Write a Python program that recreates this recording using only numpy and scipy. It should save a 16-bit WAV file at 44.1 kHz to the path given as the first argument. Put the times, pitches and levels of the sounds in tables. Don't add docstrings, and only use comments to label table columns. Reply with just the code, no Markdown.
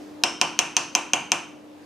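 import sys
import numpy as np
from scipy import signal
from scipy.io import wavfile
from scipy.ndimage import uniform_filter1d, minimum_filter1d

SR = 44100
rng = np.random.default_rng(int(sys.argv[2]) if len(sys.argv) > 2 else 0)


def nominal_scale(level):
    x = np.asarray(level, float) / 20
    return 10 ** x


def store_pcm(level_fs):
    pcm = np.round(np.clip(level_fs, -1, 1) * 32767).astype(np.int16)
    wavfile.write(sys.argv[1], SR, np.atleast_2d(pcm).T)


N = 81585

# f/Hz, density/dB per Hz
AIR_COLOUR = [(25, -63), (60, -41), (130, -12), (250, -0.5), (600, -4), (1500, -22), (6000, -39.5),
              (15000, -49)]
# f/Hz, density/dB per Hz
HISS_COLOUR = [(25, -18), (90, 0), (250, -8), (700, -0.5), (2000, -6), (6000, -14.5), (9000, -20),
               (15000, -26)]
# f/Hz, likeness/0-1
AIR_LIKENESS = [(30, 0.27), (80, 0.15), (240, 0.48), (950, 0.27), (3770, 0.45), (15000, 0.51)]
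# f/Hz, left level/dB, right level/dB
HUM_LINES = [(100, -66, -66), (300, -42.5, -44.5)]
# delay/s, level/dB
ECHOES = [(.0008, -26.5), (.0033, -19.5), (.0045, -24), (.0064, -16), (.0105, -19)]
# f/Hz, t60/s
ROOM_DECAY = [(200, 1), (530, 0.29), (1390, 0.48), (3680, 0.47), (9700, 0.39), (15000, 0.24)]
# f/Hz, level/dB
ROOM_COLOUR = [(200, 8.5), (600, 8), (1500, 7.5), (3000, 0.5), (6000, -3), (9000, -3), (14000, -18)]
# f/Hz, likeness/0-1
ROOM_LIKENESS = [(40, .2), (200, .8), (1000, .8), (3000, .8), (6000, .85), (12000, .5)]
# f/Hz, level/dB, t60/s
BODY_MODES = [(183.6, -31.5, 0.063), (248, -29.5, 0.051), (353.4, -28.5, 0.069), (551, -25, 0.037),
              (742.5, -19.5, 0.056), (948, -14, 0.043), (1146, -14, 0.025), (1454, -7, 0.014),
              (1740, -9, 0.013)]
# f/Hz, level/dB, t60/s
WALL_MODES = [(2412, -9.5, 0.035), (2604, -13.5, 0.042), (2799, -2, 0.019), (3088, -16, 0.06),
              (3220, -16.5, 0.042), (3407, -2.5, 0.0051)]
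# f/Hz, level with blow near/dB, level with blow shifted/dB, t60/s
RIM_MODES = [(3980, -8.5, 4.5, 0.0056), (4280, -5.5, 3.5, 0.0056), (4655, -2.5, 5.5, 0.0049),
             (5143, -16, -10, 0.017), (5366, -8.5, 7, 0.0095), (5700, 5, 1.5, 0.0045), (5966, 3, 5, 0.005),
             (6235, 1, -7.5, 0.013), (6900, -32, -24, 0.023), (7394, -18.5, -17, 0.033),
             (8230, -17.5, -2.5, 0.0063), (8790, -8.5, -10, 0.0064), (10230, -24, -10, 0.0083),
             (14200, -44, -21, 0.0051)]
# t/s, blow level/dB, body level/dB, wall level/dB, shift of blow along rim/0-1
KNOCKS = [
    (0.2365, -3, 6, -0.5, 1.),
    (0.4138, -1.5, 4, 0, 0.63),
    (0.5903, 1, -1, -3.5, 0.38),
    (.7667, -0.5, -0.5, -3, 0.15),
    (0.951, 0, -0.5, -2.5, 0.23),
    (1.1342, -1.5, 3, 0, 0),
    (1.3185, 0, 0.5, -2, 0.18),
]

AIR_DB, HISS_DB, FLOOR_EDGE_HZ, PATCH_DB = -44.5, -54.5, 15400, 1.4
HUM_WAVER_DB = 0.7
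SWISH_DB, SWISH_S, SWISH_HZ, SWISH_HALF_WIDTH_HZ = -60, 0.12, 5300, 900
ROOM_DB, ROOM_START_S, PORT_LAG_S = -3, 0.002, 0.00007
BODY_TURN_RAD, WALL_TURN_RAD, RIM_TURN_RAD = 2.583, 1.25, 0.18
BODY_RISE_S, WALL_RISE_S, RIM_RISE_S = 0.002, 0.00072, 0.0003
SCATTER_DB, DETUNE, SLIP_RAD = 1.2, 0.003, 0.35
SIDEWAYS_T60 = 0.4
CRACK_DB, CRACK_HZ, CRACK_TOP_HZ, CRACK_S = -13.5, 1610, 10600, 0.0005
TICK_DB, TICK_HZ = 8.5, 500
MIC_LOW_HZ, EDGE_HZ, CEILING = 45, 15600, 1.1
DUCK_FROM_DB, HOLD_S = -22, 0.33
DUCK_DB, RECOVER_DB_PER_S = 5, 3
HISS_DUCK_DB, HISS_RECOVER_DB_PER_S = 3.5, 18


def evened(x):
    return x / np.sqrt(np.mean(x ** 2) + 1e-20)


def read(points, hz):
    f, value = np.transpose(points)
    return np.interp(np.log(hz + 1), np.log(f + 1), value)


def add(mix, s, sound):
    part = mix[round(s * SR):][:len(sound)]
    part += sound[:len(part)]


def pair(z, likeness):
    same = np.clip(likeness, 0, 1)[:, None]
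    return np.array([z[0], same * z[0] + np.sqrt(1 - same ** 2) * z[1]])


def air(colour, level_db):
    frames, hz = N // 256 + 5, np.fft.rfftfreq(1024, 1 / SR)
    a, b, c, d, patches = rng.standard_normal((frames, 513, 5)).T
    patches = uniform_filter1d(patches, 12, 0)
    patches = evened(uniform_filter1d(patches, 14, 1))
    z = pair(np.array([a + 1j * b, c + 1j * d]), read(AIR_LIKENESS, hz))
    z = z * nominal_scale(read(colour, hz)[:, None] + PATCH_DB * patches)
    z *= (hz < FLOOR_EDGE_HZ)[:, None]
    noise = signal.istft(z, nperseg=1024, noverlap=768)[1][:, :N]
    return nominal_scale(level_db) * evened(noise)


def hum():
    t, out = np.arange(N) / SR, np.zeros((2, N))
    for hz, left_db, right_db in HUM_LINES:
        drift = uniform_filter1d(rng.standard_normal(N), 3000)
        waver = evened(uniform_filter1d(drift, 3000))
        for k, db in enumerate((left_db, right_db)):
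            level = np.sqrt(2) * nominal_scale(db + HUM_WAVER_DB * waver)
            out[k] += level * np.sin(2 * np.pi * hz * t + 0.25 * k)
    return out


def swish():
    t = np.arange(N) / SR
    edges_hz = [SWISH_HZ - SWISH_HALF_WIDTH_HZ, SWISH_HZ + SWISH_HALF_WIDTH_HZ]
    band = signal.butter(1, edges_hz, "band", fs=SR)
    noise = rng.standard_normal(N) + 0.5 * rng.standard_normal((2, N))
    hiss = signal.lfilter(*band, noise)
    return nominal_scale(SWISH_DB) * evened(hiss) * np.exp(-(t / SWISH_S) ** 2)


def room_tail(shared):
    size = shared.shape[1]
    start = 1 - np.exp(-(np.arange(size) / SR / ROOM_START_S) ** 2)
    own = 0.6 * rng.standard_normal((2, size))
    hz, t, z = signal.stft(shared + own, SR, nperseg=256)
    z = pair(z, read(ROOM_LIKENESS, hz)) * nominal_scale(-60 * t / read(ROOM_DECAY, hz)[:, None])
    level = np.linalg.norm(signal.istft(z, SR, nperseg=256)[1][0])
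    coloured = z * nominal_scale(read(ROOM_COLOUR, hz))[:, None]
    tail = signal.istft(coloured, SR, nperseg=256)[1][:, :size] * start
    return nominal_scale(ROOM_DB) / level * tail


def kitchen(front, side, tick):
    out = np.array([front, front])
    for k, (s, db) in enumerate(ECHOES):
        sign = (-1) ** k
        add(out[0], s, sign * nominal_scale(db) * front)
        add(out[1], s + sign * PORT_LAG_S, sign * nominal_scale(db) * front)
    starts_s = [row[0] - 0.005 for row in KNOCKS]
    turn = np.searchsorted(starts_s, np.arange(N) / SR) % 3
    for feed in (side, tick):
        shared = rng.standard_normal((2, SR // 2))
        for k in range(3):
            struck = (feed * (turn == k))[None]
            out += signal.fftconvolve(struck, room_tail(shared), axes=1)[:, :N]
    return out


def ring(hz, db, t60, rise_s, turn_rad, luck):
    t = np.arange(6000)[:, None] / SR
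    luck, order = luck[:, :len(hz)], np.arange(len(hz))
    phase = 2 * np.pi * hz * (1 + DETUNE * luck[1]) * t + SLIP_RAD * luck[2]
    db = db + SCATTER_DB * luck[0]
    front = nominal_scale(db - 60 * t / t60) * np.sin(phase - turn_rad * order)
    side = nominal_scale(db - 60 * t / t60 / SIDEWAYS_T60) * np.sin(phase - np.pi * order)
    side = side / np.sqrt(SIDEWAYS_T60)
    rise = 1 - np.exp(-(t / rise_s) ** 2)
    return np.array([front.sum(1), side.sum(1)]).T * rise


def knocks():
    out, t = np.zeros((N, 3)), np.arange(900) / SR
    luck = rng.standard_normal((len(KNOCKS), 9, 16))
    grit = rng.standard_normal((len(KNOCKS), 900))
    body, wall = np.transpose(BODY_MODES), np.transpose(WALL_MODES)
    rim_hz, near_db, shifted_db, rim_t60 = np.transpose(RIM_MODES)
    crack_band = signal.butter(1, [CRACK_HZ, CRACK_TOP_HZ], "band", fs=SR)
    tick_band = signal.butter(1, [TICK_HZ, CRACK_TOP_HZ], "band", fs=SR)
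    crack_shape = t / CRACK_S * np.exp(1 - t / CRACK_S)
    tick = signal.lfilter(*tick_band, t == 0)
    for (s, db, body_db, wall_db, shift), u, g in zip(KNOCKS, luck, grit):
        rim_db = near_db + np.clip(shift, 0, 1) * (shifted_db - near_db)
        rim_ring = ring(rim_hz, rim_db, rim_t60, RIM_RISE_S, RIM_TURN_RAD, u[:3])
        wall_ring = ring(*wall, WALL_RISE_S, WALL_TURN_RAD, u[3:6])
        body_ring = ring(*body, BODY_RISE_S, BODY_TURN_RAD, u[6:])
        crack = signal.lfilter(*crack_band, g) * crack_shape
        add(out[:, :2], s, nominal_scale(db) * rim_ring)
        add(out[:, :2], s, nominal_scale(db + wall_db) * wall_ring)
        add(out[:, :2], s, nominal_scale(db + body_db) * body_ring)
        add(out[:, 0], s, nominal_scale(db + CRACK_DB) * crack)
        add(out[:, 2], s, nominal_scale(db + TICK_DB) * tick)
    return signal.lfilter(*signal.butter(1, MIC_LOW_HZ, "high", fs=SR), out.T)


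def scene():
    return air(AIR_COLOUR, AIR_DB) + hum() + swish() + kitchen(*knocks())


def duck(loud, depth_db, recover_db_per_s):
    fall_db = np.arange(N) * recover_db_per_s / SR
    down_db = np.maximum.accumulate(depth_db * loud + fall_db) - fall_db
    return nominal_scale(-uniform_filter1d(np.maximum(down_db, 0), 100))


def top_cut(x):
    return signal.sosfilt(signal.butter(12, 16860, fs=SR, output="sos"), x)


def record(dry):
    power = uniform_filter1d((dry ** 2).mean(0), 200)
    power_db = 10 * np.log10(abs(power) + 1e-12)
    hold = round(HOLD_S * SR)
    held_db = -minimum_filter1d(-power_db, hold + 1, origin=hold // 2, mode="nearest")
    loud = held_db > DUCK_FROM_DB
    ducked = dry * duck(loud, DUCK_DB, RECOVER_DB_PER_S)
    ducked += air(HISS_COLOUR, HISS_DB) * duck(loud, HISS_DUCK_DB, HISS_RECOVER_DB_PER_S)
    edge = signal.firwin(63, EDGE_HZ, window=("kaiser", 9), fs=SR)
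    limited = signal.oaconvolve(CEILING * np.tanh(ducked / CEILING), edge[None], "same")
    return top_cut(limited)


dry = scene()
out = record(dry)
store_pcm(out)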